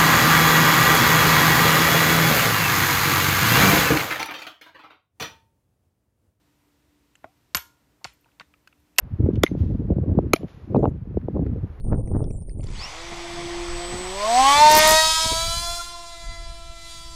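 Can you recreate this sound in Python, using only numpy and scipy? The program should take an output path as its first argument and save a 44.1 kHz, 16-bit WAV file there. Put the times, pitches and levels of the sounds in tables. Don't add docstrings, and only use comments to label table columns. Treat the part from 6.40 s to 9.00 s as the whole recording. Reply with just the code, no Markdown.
import sys
import numpy as np
from scipy import signal
from scipy.io import wavfile
from scipy.ndimage import uniform_filter1d

SR = 44100
rng = np.random.default_rng(int(sys.argv[2]) if len(sys.argv) > 2 else 0)


def elevation(decibels):
    levels = np.asarray(decibels, float)
    return 10 ** (levels / 20)


def wav_record(signal):
    frames = np.transpose(np.atleast_2d(signal))
    bounded = np.clip(frames, -1, 1)
    quanta = np.round(bounded * 32767).astype(np.int16)
    wavfile.write(sys.argv[1], SR, quanta)


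N = 114660

# pitch_hz, level_db (per Hz)
HISS_SPECTRUM = [(25, -25.5), (60, -5), (130, -5.5), (300, -11), (600, -15.5), (2000, -20), (8000, -28),
                 (15000, -28.5)]
# pitch_hz, width_hz, level_db (rms)
FAN_BANDS = [(61.24, 20, -73.5), (131, 19, -77), (293.7, 60, -77), (942, 22, -85)]
# pitch_hz, level_db, t60_s
ROOM_BANDS = [(300, -35, 0.3), (700, -36, 0.3), (1400, -30, 0.3), (2800, -18.5, 0.19), (5000, -23, 0.27),
              (8000, -25, 0.33), (11000, -30.5, .25)]
# start_s, level_db
ROOM_SEND = [
    (0, -6),
    (1.0, 2),
    (1.5, 1),
    (1.9, -7),
    (2.5, 1),
]
# start_s, level_db (peak), pitch_hz, t60_s
TABLE_THUMPS = [(.470, -59, 66, 0.25), (.8425, -42.5, 251, 0.044), (.8434, -28, 620, 0.022),
                (.855, -48, 330, .03), (.845, -45.5, 91, 0.075), (1.1481, -36, 400, 0.049),
                (1.147, -30, 280, 0.029), (1.149, -32, 150, .07), (1.158, -32.5, 65, 0.11),
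                (1.646, -43.5, 236, .04), (1.654, -37.5, 112.6, 0.045), (1.659, -50.5, 55, .2),
                (2.007, -47.5, 160, 0.048), (2.071, -64, 62, 0.34), (2.390, -60.5, 62, 0.39),
                (2.584, -45, 140, 0.11), (2.586, -48, 380, 0.05)]
# start_s, level_db (peak), pitch_hz (final), t60_s
FINGER_SKIDS = [
    (.858, -49, 800, .14),
    (.864, -63, 1450, .06),
]
# pitch_hz, level_db, t60_s
FRAME_MODES = [(781, 8, .03), (1050, 0, .05), (1420, 3, 0.04), (2000, -0.5, 0.021), (2700, 5, 0.033),
               (2990, -3, .03), (4423, -5.5, 0.047), (5720, -3.5, 0.0088), (6650, -4.5, 0.06),
               (7906, -7, 0.06), (9240, 3.5, 0.025), (12000, -2, 0.054), (12790, -16.5, 0.035),
               (13720, -9.5, 0.035)]
# pitch_hz, level_db, t60_s
CYLINDER_MODES = [(11788, 0, .065), (11835, -11, .12), (11765, -18, .22), (14880, -30, .24),
                  (14770, -33, .26), (14990, -31, .13)]
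# pitch_hz, level_db, t60_s
BARREL_MODES = [(780, -33, .3), (935, -33, .42), (990, -29, .4), (1050, -30, .36), (1375, -34, .42),
                (1425, -34, .4)]
# start_s, level_db (peak), pitch_hz (centre), t60_s
LOOSE_TICKS = [(.7540, -49, 1850, 0.018), (0.7541, -48, 2960, 0.019), (.7545, -49.5, 7240, 0.019),
               (1.845, -56, 2540, 0.018), (1.86, -54, 890, 0.042), (1.888, -60, 1400, 0.018),
               (1.917, -59, 2500, 0.011), (2.139, -47, 2510, 0.019), (2.1394, -53, 1280, .016),
               (2.274, -41.5, 1505, 0.022), (2.2745, -43, 2610, 0.013), (2.2748, -46, 4860, 0.0098),
               (2.327, -51.5, 2570, 0.017), (2.3272, -57, 1330, 0.021), (2.4, -67.5, 12000, .04),
               (2.2746, -54, 6600, .015), (2.2747, -56, 12500, .012), (1.858, -60, 1600, .04)]
# start_s, level_db (peak), pitch_hz (centre), t60_s, ring_db
FINGER_CONTACTS = [(.833, -58, 1700, 0.092, -36), (.8436, -36, 660, 0.02, -36),
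                   (.843, -56, 5200, 0.009, -48), (.8436, -37, 1270, .026, -48),
                   (.8415, -47, 1900, 0.018, -52), (.843, -54, 2700, .014, -52),
                   (.856, -51.5, 625, 0.08, -48), (1.613, -56, 913, 0.15, -46),
                   (1.6436, -21.5, 4540, .014, -45), (1.6445, -28, 2200, 0.035, -37),
                   (1.6485, -27, 1900, 0.012, -35), (1.6505, -41, 7800, 0.015, -17),
                   (1.649, -26, 1150, 0.022, -40), (1.6545, -31, 930, .014, -40),
                   (1.651, -33, 2900, .02, -40), (1.648, -33, 4400, .02, -40),
                   (1.662, -53, 3460, 0.083, -40), (1.672, -44, 2200, 0.06, -38),
                   (1.68, -54, 3900, 0.15, -37), (1.7015, -51, 2430, .025, -40), (1.72, -60, 2400, .2, -40),
                   (1.735, -58.5, 14500, 0.057, -8), (1.81, -61, 13000, 0.045, -21),
                   (1.9978, -39.5, 4550, 0.02, -52), (1.9982, -32, 2500, 0.015, -47),
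                   (2.0075, -48, 5800, 0.0046, -42.5), (2.0084, -32, 1220, 0.022, -53),
                   (2.0126, -38, 2300, 0.015, -47), (2.018, -52, 1800, .12, -50),
                   (2.0, -40, 1100, 0.025, -40)]
# start_s, level_db (peak), pitch_hz (centre), t60_s, ring_db
LATCH_SNAPS = [(1.1476, -7.5, 4800, .012, -25.5), (1.1486, -13, 1418, .03, -29),
               (1.1503, -19, 1045, 0.022, -26), (1.1513, -14.5, 6392, .015, -3),
               (1.153, -20, 2750, .015, -11.5), (1.1678, -22, 1300, .02, -27),
               (1.1701, -13, 7500, .004, -16), (1.1715, -24, 7000, .012, -31),
               (1.1735, -25, 2700, .015, -31), (1.177, -30, 1300, .02, -30),
               (1.184, -33, 1400, .015, -28.5), (1.189, -39, 1301, .012, -25.5),
               (2.5608, -56, 5700, .01, -15), (2.5635, -52, 2590, 0.03, -5.5),
               (2.578, -45, 3000, 0.04, -30), (2.5775, -48, 900, .015, -30), (2.5834, -6, 5600, 0.027, -21),
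               (2.5852, -8, 8000, 0.014, -19), (2.5838, -8, 13700, 0.024, -22),
               (2.5857, -10, 2830, 0.0115, -18), (2.5864, -2, 2330, 0.011, -22.5),
               (2.5882, -13, 5600, 0.03, 6.5), (2.5892, -14, 1000, 0.045, -23),
               (2.5925, -19, 1270, 0.03, -8), (2.591, -19, 7700, .03, -12), (2.597, -25, 2600, .03, -20)]


def band(x, hz, width_hz):
    hz = min(hz, .45 * SR)
    b, a = signal.iirpeak(hz, hz / min(width_hz, .35 * SR), fs=SR)
    return signal.lfilter(b, a, x)


def wide_band(x, hz, first_hz, second_hz):
    return band(band(x, hz, first_hz), hz, second_hz)


def low_cut(x, order, hz):
    return signal.sosfilt(signal.butter(order, hz, "high", fs=SR, output="sos"), x)


def unit(x):
    return x / np.sqrt(np.mean(x ** 2))


def peak(x):
    return x / np.abs(x).max()


def fade(t, t60):
    return np.exp(-np.log(1000) * t / max(t60, .002))


def walk(rate_hz):
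    hold = int(SR / rate_hz)
    steps = np.repeat(rng.standard_normal(N // hold + 1), hold)
    return 1.6 * uniform_filter1d(uniform_filter1d(steps, hold), hold)[:N]


def add(out, start_s, x):
    i = int(start_s * SR)
    out[i:i + len(x)] += x[:N - i]


def hiss():
    out = np.zeros(N)
    hz_points, db_points = np.array(HISS_SPECTRUM).T
    for hz in 30 * 2 ** np.arange(0, 9.1, .5):
        per_hz_db = np.interp(np.log(hz), np.log(hz_points), db_points)
        level_db = per_hz_db + 10 * np.log10(hz) + .6 * walk(6.5)
        out += elevation(level_db) * unit(wide_band(rng.standard_normal(N), hz, hz / 2, hz / 2))
    return elevation(-68.5) * unit(out)


def fan():
    swell = elevation(3.0 * walk(3.1))
    rumble, *upper = [elevation(db) * unit(band(rng.standard_normal(N), hz, width_hz)) for hz, width_hz, db in FAN_BANDS]
    motor_level = elevation(-72 + 2.2 * walk(14))
    motor_hz = 293.7 + 2.5 * walk(9.88)
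    motor = motor_level * np.sin(2 * np.pi * np.cumsum(motor_hz) / SR)
    return swell * rumble + sum(upper) + motor


def room(x):
    rise_s, top_hz = 0.0092, 12000
    t = np.arange(SR // 2) / SR
    tail = np.zeros(len(t))
    for hz, db, t60 in ROOM_BANDS:
        noise = wide_band(rng.standard_normal(len(t)), hz, 0.93 * hz, 1.5 * hz)
        tail += elevation(db) * fade(t, t60) * unit(noise)
    tail = signal.sosfilt(signal.butter(8, top_hz, fs=SR, output="sos"), tail)
    build_up = (t / rise_s).clip(0, 1) ** 2
    return signal.fftconvolve(x, tail * build_up * elevation(-26.0))[:N]


def room_send():
    starts, level_db = np.array(ROOM_SEND).T
    current = np.searchsorted(starts, np.arange(N) / SR, side="right") - 1
    return elevation(level_db[current])


def gliding_tones(table, sag):
    rise_s = 0.0014
    out, t = np.zeros(N), np.arange(SR // 3) / SR
    for start_s, db, hz, t60 in table:
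        phase = 2 * np.pi * np.cumsum(hz * (1 + sag * fade(t, t60))) / SR
        onset = 1 - np.exp(-t * hz / 100 / rise_s)
        add(out, start_s, elevation(db) * fade(t, t60) * onset * np.sin(phase))
    return out


def table_thumps():
    return gliding_tones(TABLE_THUMPS, .3)


def finger_skids():
    return gliding_tones(FINGER_SKIDS, -.3)


def modes(t, table, gains_db, phases):
    out = np.zeros(len(t))
    for (hz, db, t60), gain_db, phase in zip(table, gains_db, phases):
        out += elevation(db + gain_db) * fade(t, t60) * np.sin(2 * np.pi * (hz * t + phase))
    return out


def nearness_db(table, hz):
    reach_oct = 0.47
    return np.array([-6.0 * min((np.log2(mode[0] / hz) / reach_oct) ** 2, 5.0) for mode in table])


def crack(t, burst, shape, hz, t60, width):
    coloured = elevation(-2.5) * peak(wide_band(burst, hz, width * hz, 2 * width * hz))
    knock = elevation(-3) * shape * fade(t, t60) * np.sin(2 * np.pi * hz * t)
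    tick = elevation(-21) * min(hz / 4000, 1) * burst * fade(t, t60)
    return coloured + knock + tick


def frame(t, hz, t60, chance):
    held = [(f * (1 + .02 * shift), db, d60) for (f, db, d60), shift in zip(FRAME_MODES, chance[40:])]
    gains_db = -11 + nearness_db(FRAME_MODES, hz) + 2.7 * chance[:14]
    return modes(t, held, gains_db, np.zeros(14)) * fade(t, 3.0 * t60)


def metal(t, hz, ring_db, barrel_db, chance):
    cylinder = modes(t, CYLINDER_MODES, ring_db + 2 * chance[14:20], chance[20:])
    barrel = modes(t, BARREL_MODES, barrel_db + nearness_db(BARREL_MODES, hz), chance[30:])
    return (1 - np.exp(-t / .0002)) * (cylinder + barrel)


def contacts(table, barrel_db, width):
    direct, scattered = np.zeros(N), np.zeros(N)
    t = np.arange(SR // 2) / SR
    short = t[:4096]
    for start_s, db, hz, t60, ring_db in table:
        chance = rng.standard_normal(64)
        shape = fade(short, t60) * (1 - np.exp(-short / .0002))
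        burst = rng.standard_normal(len(short)) * shape
        hit = crack(short, burst, shape, hz, t60, width) + frame(short, hz, t60, chance)
        add(direct, start_s, elevation(db) * hit)
        add(direct, start_s, elevation(db) * metal(t, hz, ring_db, barrel_db, chance))
        spray = wide_band(burst * fade(short, t60), hz, 2.2 * hz, 3.5 * hz)
        add(scattered, start_s, elevation(db - 1) * peak(spray))
    return low_cut([direct, scattered], 4, 420)


def loose_ticks():
    silent_db = -80
    return contacts([(*row, silent_db) for row in LOOSE_TICKS], silent_db, 0.16)


def finger_contacts():
    return contacts(FINGER_CONTACTS, -17.0, .45)


def latch_snaps():
    return contacts(LATCH_SNAPS, 0.96, .7)


def scene():
    bed = hiss() + fan()
    gun, scattered = latch_snaps() + finger_contacts() + loose_ticks()
    reflections = room(room_send() * scattered)
    return (bed + reflections + table_thumps() + finger_skids() + gun)[None]


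def roll_off(x):
    return signal.sosfilt(signal.butter(12, 16170, fs=SR, output="sos"), x)


def record(dry):
    ceiling = 1.1
    x = dry - .7 * band(dry, 10500, 550)
    x = low_cut(x, 2, 36)
    x = ceiling * np.tanh(x / ceiling)
    x = signal.sosfilt(signal.cheby1(8, .5, 15250, fs=SR, output="sos"), x)
    return roll_off(x)


dry = scene()
out = record(dry)
wav_record(out)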